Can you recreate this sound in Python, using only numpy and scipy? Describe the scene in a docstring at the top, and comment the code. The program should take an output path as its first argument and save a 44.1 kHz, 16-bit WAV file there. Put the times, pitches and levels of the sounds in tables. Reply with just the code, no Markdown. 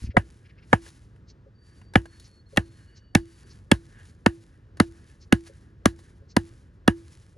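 """A small hatchet chops twelve times into a dead branch that lies in long grass, close to the microphone.
Each blow cracks the fibres (noise bursts), rings the dry wood (clicked modes) and thumps it into the turf (low sines).
Grass rustles between blows (coloured clicks), a sleeve rubs, chips tick and something hollow knocks softly.
Far off, a bird whistles a few long notes (wavering sines) while others chip and chatter (swells of noise).
A nearly steady low outdoor rumble lies under it all."""
import sys
import numpy as np
from scipy import signal
from scipy.fft import rfft, irfft, next_fast_len
from scipy.io import wavfile

SR = 44100
rng = np.random.default_rng(int(sys.argv[2]) if len(sys.argv) > 2 else 0)


def generate_wav(signal):
    """Clip the signal to [-1, 1] and save it as 16-bit WAV at the path in sys.argv[1]."""
    frames = np.transpose(np.atleast_2d(signal))
    scaled = np.clip(frames, -1, 1) * 32767
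    pcm = np.round(scaled).astype(np.int16)
    wavfile.write(sys.argv[1], SR, pcm)


N = 325364
TIME = np.arange(N) / SR
BLOW_S = 0.5   # room given to each short sound
AGE = TIME[:int(BLOW_S * SR)]   # seconds since a short sound began
LEVEL_WINDOW_S = 0.05


def from_db(db):
    """Decibels to gain."""
    return 10 ** (np.asarray(db) / 20)


def rms_one(x):
    """Scale to rms 1."""
    return x / np.sqrt(np.mean(x ** 2) + 1e-20)


def at_level(x, db):
    """Scale a short sound so that its energy, spread over the level window, has this rms."""
    window_rms = np.sqrt(np.sum(x ** 2) / (LEVEL_WINDOW_S * SR) + 1e-20)
    return x * from_db(db) / window_rms


def add(track, sound, s):
    """Mix a sound into a track at a time."""
    i = max(int(round(s * SR)), 0)
    part = sound[..., :max(N - i, 0)]
    track[..., i:i + part.shape[-1]] += part


def at_hz(points, hz):
    """Read a spectrum on a log-frequency axis."""
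    knots, values = np.transpose(points)
    return np.interp(np.log(np.maximum(hz, 1)), np.log(knots), values)


def coloured(x, points):
    """Causal (minimum-phase) filter with a given spectrum, falling 40 dB in the octave beyond each end."""
    size = 2 * next_fast_len(len(x) // 2 + 2048)
    hz = np.arange(size // 2 + 1) * SR / size
    below = (points[0][0] / 2, points[0][1] - 40)
    above = (points[-1][0] * 2, points[-1][1] - 40)
    log_gain = np.log(from_db(at_hz([below, *points, above], hz)))
    # folding the cepstrum onto positive times makes the filter minimum-phase
    cepstrum = irfft(log_gain)
    cepstrum[1:size // 2] *= 2
    cepstrum[size // 2 + 1:] = 0
    return irfft(rfft(x, size) * np.exp(rfft(cepstrum)))[:len(x)]


def drift(rate):
    """Slow chance with rms 1: random knots, this many per second, joined by straight lines."""
    knots = rng.standard_normal(int(N / SR * rate) + 2)
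    return rms_one(np.interp(TIME * rate, np.arange(len(knots)), knots))


def ring(force, hz, t60):
    """One mode: a unit click sets a dying sine of starting height 1 ringing."""
    radius = from_db(-60 / (t60 * SR))
    angle = 2 * np.pi * hz / SR
    return signal.lfilter([0, np.sin(angle)], [1, -2 * radius * np.cos(angle), radius ** 2], force + 1e-18)


def dying(t60):
    """Exponential decay, 60 dB down after t60 seconds."""
    return from_db(-60 * AGE / t60) + 1e-18


def swelling(hz, t60):
    """A heavy mode that is pushed down first, gathers motion and dies."""
    return -np.sin(2 * np.pi * hz * AGE) * hz * AGE * dying(t60)


def swell(s, half_s, db):
    """A smooth rise and fall of gain around a moment."""
    return from_db(db) * np.exp(-np.minimum(((TIME - s) / half_s) ** 2, 50))


def grains(size, spread_db):
    """Dense clicks of uneven strength."""
    return rng.standard_normal(size) * from_db(spread_db * np.minimum(rng.exponential(1, size), 5))


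# spectrum of the outdoor rumble: pitch_hz, level_db
AIR_COLOUR = [(25, -25), (45, -7.5), (100, -3.5), (150, -13), (250, -20), (350, -22), (520, -29),
              (700, -37.5), (1300, -36.5), (1650, -36), (2200, -47), (5000, -53), (14000, -72.5)]


def outdoor_rumble(level_db=-51.5, waver_db=1.2):
    """Low, nearly steady rumble far off: coloured noise whose level wavers slightly."""
    waver = waver_db * drift(8)
    return from_db(level_db + waver) * rms_one(coloured(rng.standard_normal(N), AIR_COLOUR))


# bumps of the hand that holds the microphone: start_s, level_db
BUMPS = [(0.021, -40.5), (0.039, -32), (0.073, -38.5), (0.09, -34)]
# low modes of the microphone's body: pitch_hz, level_db, t60_s
BUMP_MODES = [(78.3, 0, 0.036), (200, -13, .022)]


def microphone_bumps():
    """The hand shifts on the microphone and pushes the low modes of its body."""
    out = np.zeros(N)
    for s, db in BUMPS:
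        bump = sum(from_db(mode_db) * swelling(hz, t60) for hz, mode_db, t60 in BUMP_MODES)
        add(out, at_level(bump, db), s)
    return out


# steps and shuffles in the grass: middle_s, half_length_s, level_db
SHUFFLES = [(0.024, 0.045, -54.5), (0.721, 0.062, -61.5), (0.868, 0.041, -55), (1.746, .1, -68),
            (2.54, .045, -65.5), (4.064, 0.031, -70), (5.463, 0.024, -63.5), (7.12, 0.044, -62)]


def grass_shaking(level_db=-65.5, rise_s=.022, fade_s=0.079):
    """How strongly the grass moves: each step swells, each blow shakes it for a while and then it calms."""
    shaking = sum(swell(*shuffle) for shuffle in SHUFFLES)
    for s, *_, length_s, _ in CHOPS:
        rise = np.clip((TIME - s) / rise_s, 0, 1)
        fade = np.exp(-np.clip((TIME - s - length_s) / fade_s, 0, 30))
        shaking += from_db(level_db) * rise * fade
    return shaking


# spectrum of the rustling grass: pitch_hz, level_db
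RUSTLE_COLOUR = [(800, -1.5), (2000, 0), (3000, -4), (5000, -2.5), (7500, -4.5), (8500, -4.5), (9400, -3.5),
                 (10500, -2.5), (11400, -10.5), (12200, -29.5), (15000, -31)]


def rustling_grass(shaking, flutter_db=2.5, snaps_per_s=67, snaps_db=-7.5):
    """Blades brush in dense fluttering clicks, and dry stalks snap now and then while the grass moves."""
    blades = from_db(flutter_db * drift(40)) * rms_one(grains(N, spread_db=2.5))
    snaps = rms_one((rng.random(N) < snaps_per_s / SR) * rng.standard_normal(N))
    return shaking * rms_one(coloured(blades + from_db(snaps_db) * snaps, RUSTLE_COLOUR))


# spectrum of the rubbing sleeve: pitch_hz, level_db
RUB_COLOUR = [(500, -20), (900, -18), (1350, -13.5), (1580, -2.5), (1700, 0.5), (1850, -5), (2100, -15),
              (2500, -20), (2950, -15), (3500, -24.5), (5000, -35)]


def rubbing_sleeve(shaking, lift_lead_s=.27, lift_half_s=.15, waver_db=4.5, with_grass_db=-14):
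    """Cloth noise swells as the arm lifts the hatchet, and a little whenever the grass is moved."""
    lifting = sum(swell(s - lift_lead_s, lift_half_s, sleeve_db) for s, *_, sleeve_db in CHOPS)
    moving = np.hypot(lifting, from_db(with_grass_db) * shaking)
    cloth = rms_one(coloured(rng.standard_normal(N), RUB_COLOUR))
    return moving * from_db(waver_db * drift(15)) * cloth


# short raspy bird chips: middle_s
CHIPS = [0.055, 1.3, 2.256, 2.975, 3.513, 5.228, 6.311]
# spectrum of a chip: pitch_hz, level_db
CHIP_COLOUR = [(2000, -8), (3500, -9), (4400, 5.5), (6400, 0.5), (7600, -16)]


def bird_chips(level_db=-57, half_s=0.017):
    """Hoarse chips, all of one length and level: short swells of noise through the throat."""
    chips = sum(swell(s, half_s, level_db) for s in CHIPS)
    return chips * rms_one(coloured(rng.standard_normal(N), CHIP_COLOUR))


# bouts of lower, evenly spaced chatter: first_call_s, end_s, level_db
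CHATTER = [(0.07, .14, -57.5), (0.461, .54, -61), (0.59, .67, -60)]
# spectrum of the chatter: pitch_hz, level_db
CHATTER_COLOUR = [(1400, -6), (2300, 4), (2900, -2.5), (3700, -11.5), (5200, -9), (6500, -29)]


def bird_chatter(gap_s=0.043, half_s=.013):
    """Evenly spaced calls, lower than the chips: swells of noise through the throat."""
    calls = 0
    for first, end, db in CHATTER:
        for s in np.arange(first, end, gap_s):
            calls = calls + swell(s, half_s, db)
    return calls * rms_one(coloured(rng.standard_normal(N), CHATTER_COLOUR))


# soft hollow knocks: start_s, level_db
KNOCKS = [(0.143, -46.5), (0.859, -63), (1.461, -59), (2.528, -52.5), (5.492, -55.5), (6.217, -62.5),
          (7.36, -61)]


def hollow_knocks(low_hz=430, high_hz=545, t60=0.05):
    """Something hollow knocks softly: two modes swell and die together."""
    out = np.zeros(N)
    for s, db in KNOCKS:
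        add(out, at_level(swelling(low_hz, t60) + swelling(high_hz, t60), db), s)
    return out


# edges between the registers of the wood: pitch_hz
REGISTER_EDGES_HZ = [420, 900, 1450, 2400, 4000]
# ringing of the dry wood, damped by the blade inside it, before detuning: pitch_hz, level_db, t60_s
WOOD = [(520, -4.5, 0.033), (574, -0.5, .022), (751, 2.5, 0.026), (829, -3, 0.025), (974, -2.5, 0.026),
        (1175, -4.5, 0.02), (1234, -0.5, 0.02), (1435.2, -3.5, 0.023), (1536, -1, 0.014), (1670, 1, 0.024),
        (1823, 0, 0.017), (2066, -0.5, 0.011), (2202, -3.5, .014), (2630, -6, 0.0085), (2822, 3, 0.0098),
        (3320, -2.5, 0.0092), (3710, -5.5, 0.0031)]


def wood_ring(bite_s, levels_db, detune=.03, snap_share=0.12, spread=0.17):
    """The edge lands, then fibres snap while it sinks in; every spot on the branch rings a little differently."""
    out = 0
    sinking = 1 / (1 + (AGE / bite_s) ** 8)
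    for low, high, db in zip(REGISTER_EDGES_HZ, REGISTER_EDGES_HZ[1:], levels_db):
        register = np.zeros((2, len(AGE)))
        for hz, mode_db, t60 in WOOD:
            if low <= hz < high:
                force = snap_share * sinking * rng.standard_normal(len(AGE))
                force[0] += rng.choice([-1, 1])   # the edge lands
                pitch = hz * (1 + detune * rng.standard_normal())
                # a second, heavily damped mode softens the onset
                motion = ring(ring(force, pitch, t60), pitch, .003)
                # each mode radiates its own way to left and right
                sides = 1 + spread * rng.standard_normal() * np.array([[1], [-1]])
                register += from_db(mode_db) * motion * sides
        out = out + np.sqrt(2) * at_level(register, db)
    return out


# spectrum of splitting dry wood: pitch_hz, level_db
CRACK_COLOUR = [(2500, -19), (3800, 5), (5200, 0), (7000, -2.5), (8400, -2), (9600, 0), (11000, -2.5),
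                (12200, -22), (13500, -17), (15000, -17.5), (16500, -32)]


def crack(db, t60=0.013, splinter_db=-23, splinter_t60=0.14):
    """The first split of the dry surface, then a sprinkle of splinters."""
    burst = grains(len(AGE), spread_db=4.5) * dying(t60)
    splinters = grains(len(AGE), spread_db=-0.5) * dying(splinter_t60)
    return at_level(coloured(burst + from_db(splinter_db) * splinters, CRACK_COLOUR), db)


# spectrum of the scatter from the ground and of woody ticks: pitch_hz, level_db
SCATTER_COLOUR = [(150, -5), (350, 2.5), (600, 2), (1000, 3), (1350, -2.5), (1680, 9), (2150, -8),
                  (2500, -8), (2900, -3), (3400, -15.5), (4500, -20.5), (7000, -21), (10500, -16.5),
                  (12200, -43.5)]


def ground_scatter(db, t60=0.091):
    """The ground around throws back a short burst of dying noise."""
    return at_level(coloured(rng.standard_normal(len(AGE)) * dying(t60), SCATTER_COLOUR), db)


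def thump(hz, t60=0.019, start_ratio=2.8, sink_s=.0021):
    """The note starts high on the short stiff stretch under the blade and sinks as the whole branch bends."""
    pitch = hz * (1 + (start_ratio - 1) * np.exp(-AGE / sink_s))
    return -np.sin(2 * np.pi * np.cumsum(pitch) / SR) * AGE * dying(t60)


def handle_note(db, hz=335.4, t60=.31):
    """Long note of the hatchet's handle, levelling off after its first cycles and dying slowly."""
    return from_db(db) * swelling(hz, t60) / (hz * AGE + 1)


# spectrum of the branch settling after the thud: pitch_hz, level_db
SETTLE_COLOUR = [(30, -7), (55, 2.5), (100, -1.5), (170, -5), (300, -22.5)]


def settling(db, t60=0.18):
    """The branch settles in a low burst of dying noise."""
    return at_level(coloured(rng.standard_normal(len(AGE)) * dying(t60), SETTLE_COLOUR), db)


def bedded(s, pair):
    """A property of the branch as it beds down: (lying loose until 2.3 s, bedded in the turf from 4.3 s)."""
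    return np.interp(s, (2.3, 4.3), pair)


# hatchet blows: start_s, blade_stop_time_s, thump_db, wood_ring_db, spot_hardness_db, crack_db,
# handle_db, rustle_length_s (after the blow), sleeve_db (on the lift before it)
CHOPS = [(0.1685, .0048, -21.5, -22, -7.5, -44, -39.5, 0.2, -74),
         (0.7303, 0.0039, -21, -20, -3.5, -41.5, -31, .24, -67.5),
         (1.9565, 0.0027, -18, -21.5, 6, -40, -29, 0.32, -70.5),
         (2.5726, .0058, -23.5, -25.5, 10, -33, -32, 0.23, -77.5),
         (3.1507, 0.0041, -17.5, -25, 5.5, -27, -25, 0.4, -68),
         (3.7155, .0043, -16, -24.5, 7, -28.5, -32.5, 0.36, -68.5),
         (4.2619, 0.0034, -18, -25, 0, -35, -26.5, 0.19, -63.5),
         (4.8003, 0.0042, -17, -26.5, -6, -30.5, -27, 0.32, -72),
         (5.3252, 0.0034, -15, -26.5, 3, -33, -25.5, 0.23, -69),
         (5.8567, 0.0033, -18, -26, -3, -29, -29.5, 0.2, -72.5),
         (6.366, .0034, -19, -28.5, -4, -32.5, -28, 0.2, -77),
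         (6.8779, .0036, -16, -25.5, 1, -32, -22.5, .38, -78.5)]
# wood registers, relative to the ring: loose_db, bedded_db, gain_db_per_hardness_db
REGISTERS = [(1, -1.5, -0.09), (-4.5, -0.7, -.5), (1, 0.5, 0.0648), (-14, -5.5, 1)]
# the turf giving way under the branch, relative to the thud: pitch_hz, level_db, t60_s
TURF = [(98.5, -1, .055), (61, -9.5, 0.097)]
THUMP_HZ = (163, 190.3)   # (loose, bedded)
THUD_DB = (-3.5, -9.5)   # (loose, bedded), relative to the thump


def chopping(scatter_db=-9, settle_db=-16, wood_lead_s=.0006, thump_lead_s=.0007, turf_lead_s=0.0019):
    """Each blow cracks and rings the wood; as the blade stops come thump, thud, handle, scatter and settling."""
    out = np.zeros((2, N))
    for s, bite_s, thump_db, ring_db, hardness_db, crack_db, handle_db, _, _ in CHOPS:
        stop = s + bite_s
        wood_db = [ring_db + bedded(s, (loose, firm)) + share * hardness_db
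                   for loose, firm, share in REGISTERS]
        thud_db = thump_db + bedded(s, THUD_DB)
        add(out, wood_ring(bite_s, wood_db), s - wood_lead_s)
        add(out, crack(crack_db), s)
        add(out, ground_scatter(np.mean(wood_db) + scatter_db), stop)
        add(out, at_level(thump(bedded(s, THUMP_HZ)), thump_db), stop - thump_lead_s)
        for hz, db, t60 in TURF:
            add(out, at_level(swelling(hz, t60), thud_db + db), stop - turf_lead_s)
        add(out, handle_note(handle_db), stop)
        add(out, settling(thud_db + settle_db), stop)
    return out


# bark chips and twigs snapping or landing: start_s, woody_db, bright_db
TICKS = [(0.863, -58.5, -74), (0.886, -68, -63), (1.161, -71.5, -86), (1.815, -63, -91),
         (1.937, -52.5, -59.5), (2.056, -52.5, -67.5), (2.198, -71, -60), (2.562, -51.5, -59),
         (4.771, -59, -65.5), (5.47, -62.5, -67), (5.99, -64, -67.5)]


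def chip_ticks():
    """Bark chips and twigs tick: short dying grains, a woody part and a bright part."""
    out = np.zeros(N)
    for s, woody_db, bright_db in TICKS:
        woody = coloured(grains(len(AGE), spread_db=2.5) * dying(0.037), SCATTER_COLOUR)
        bright = coloured(grains(len(AGE), spread_db=-0.9) * dying(0.052), CRACK_COLOUR)
        add(out, at_level(woody, woody_db) + at_level(bright, bright_db), s)
    return out


# whistled notes, before warble and waver: start_s, end_s, first_pitch_hz, last_pitch_hz, level_db
WHISTLES = [(1.534, 1.94, 4615, 4640, -73), (2.034, 2.431, 4360, 4360, -68.5),
            (2.45, 2.924, 4270, 4310, -74.5), (2.749, 3.395, 2916, 2930, -79.5),
            (2.85, 3.6, 4520, 4620, -76.5)]


def bird_whistles(waver_db=3.5, warble_hz=45, warble_depth_hz=17):
    """Long gliding sines whose pitch warbles, both evenly and by chance, while their level wavers."""
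    out = np.zeros(N)
    for start, end, first_hz, last_hz, db in WHISTLES:
        glide = np.interp(TIME, [start, end], [first_hz, last_hz])
        warble = np.sin(2 * np.pi * warble_hz * TIME) + drift(160)
        hz = glide + warble_depth_hz * warble
        held = np.clip(np.minimum(TIME - start, end - TIME) / .03, 0, 1)   # 30 ms fades
        tone = np.sqrt(2) * np.sin(2 * np.pi * np.cumsum(hz) / SR)
        out += held * from_db(db + waver_db * drift(90)) * tone
    return out


# lead of the left microphone port: pitch_hz, lead_rad
PORT_PHASE = [(0, 0), (200, 0.39), (450, 0.65), (850, 1.43), (1300, 1.67), (1900, 0.85), (3000, 0.74),
              (6500, 0.14), (8000, -1.6), (9730, -7.5), (12400, -8.5), (16000, -19.5)]
# left port minus right port: pitch_hz, level_db
PORT_BALANCE = [(80, 0.43), (230, -2.95), (580, 2), (720, -2.8), (980, 2.5), (1400, 4.5), (1680, -3.5),
                (2000, 6), (3000, -0.3), (6000, 1.1), (8500, -1.5), (14000, 2.5)]


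def ports(x):
    """Two microphone ports hear the same sound, with a lag and a shadow that depend on pitch."""
    size = 2 * next_fast_len(N // 2 + 2048)
    hz = np.arange(size // 2 + 1) * SR / size
    # each port takes half of the difference, in opposite directions
    lead = np.interp(hz, *np.transpose(PORT_PHASE))
    half = from_db(at_hz(PORT_BALANCE, hz) / 2) * np.exp(.5j * lead)
    return irfft(rfft(x, size) * np.array([half, 1 / half]))[:, :N]


def scene():
    """Chopping and rustling close by, birds and a nearly steady low rumble far off."""
    shaking = grass_shaking()
    moves = rustling_grass(shaking) + rubbing_sleeve(shaking)
    contacts = microphone_bumps() + hollow_knocks() + chip_ticks()
    birds = bird_chips() + bird_chatter() + bird_whistles()
    return ports(outdoor_rumble() + moves + contacts + birds + chopping())


def record(dry):
    """The loudest peaks are rounded off below 0.92 and the top is cut at 16.5 kHz."""
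    rounded = dry / (1 + (dry / .92) ** 8) ** (1 / 8)
    top_cut = signal.ellip(10, .1, 90, 16500, fs=SR, output="sos")
    return signal.sosfilt(top_cut, rounded)


dry = scene()
out = record(dry)
generate_wav(out)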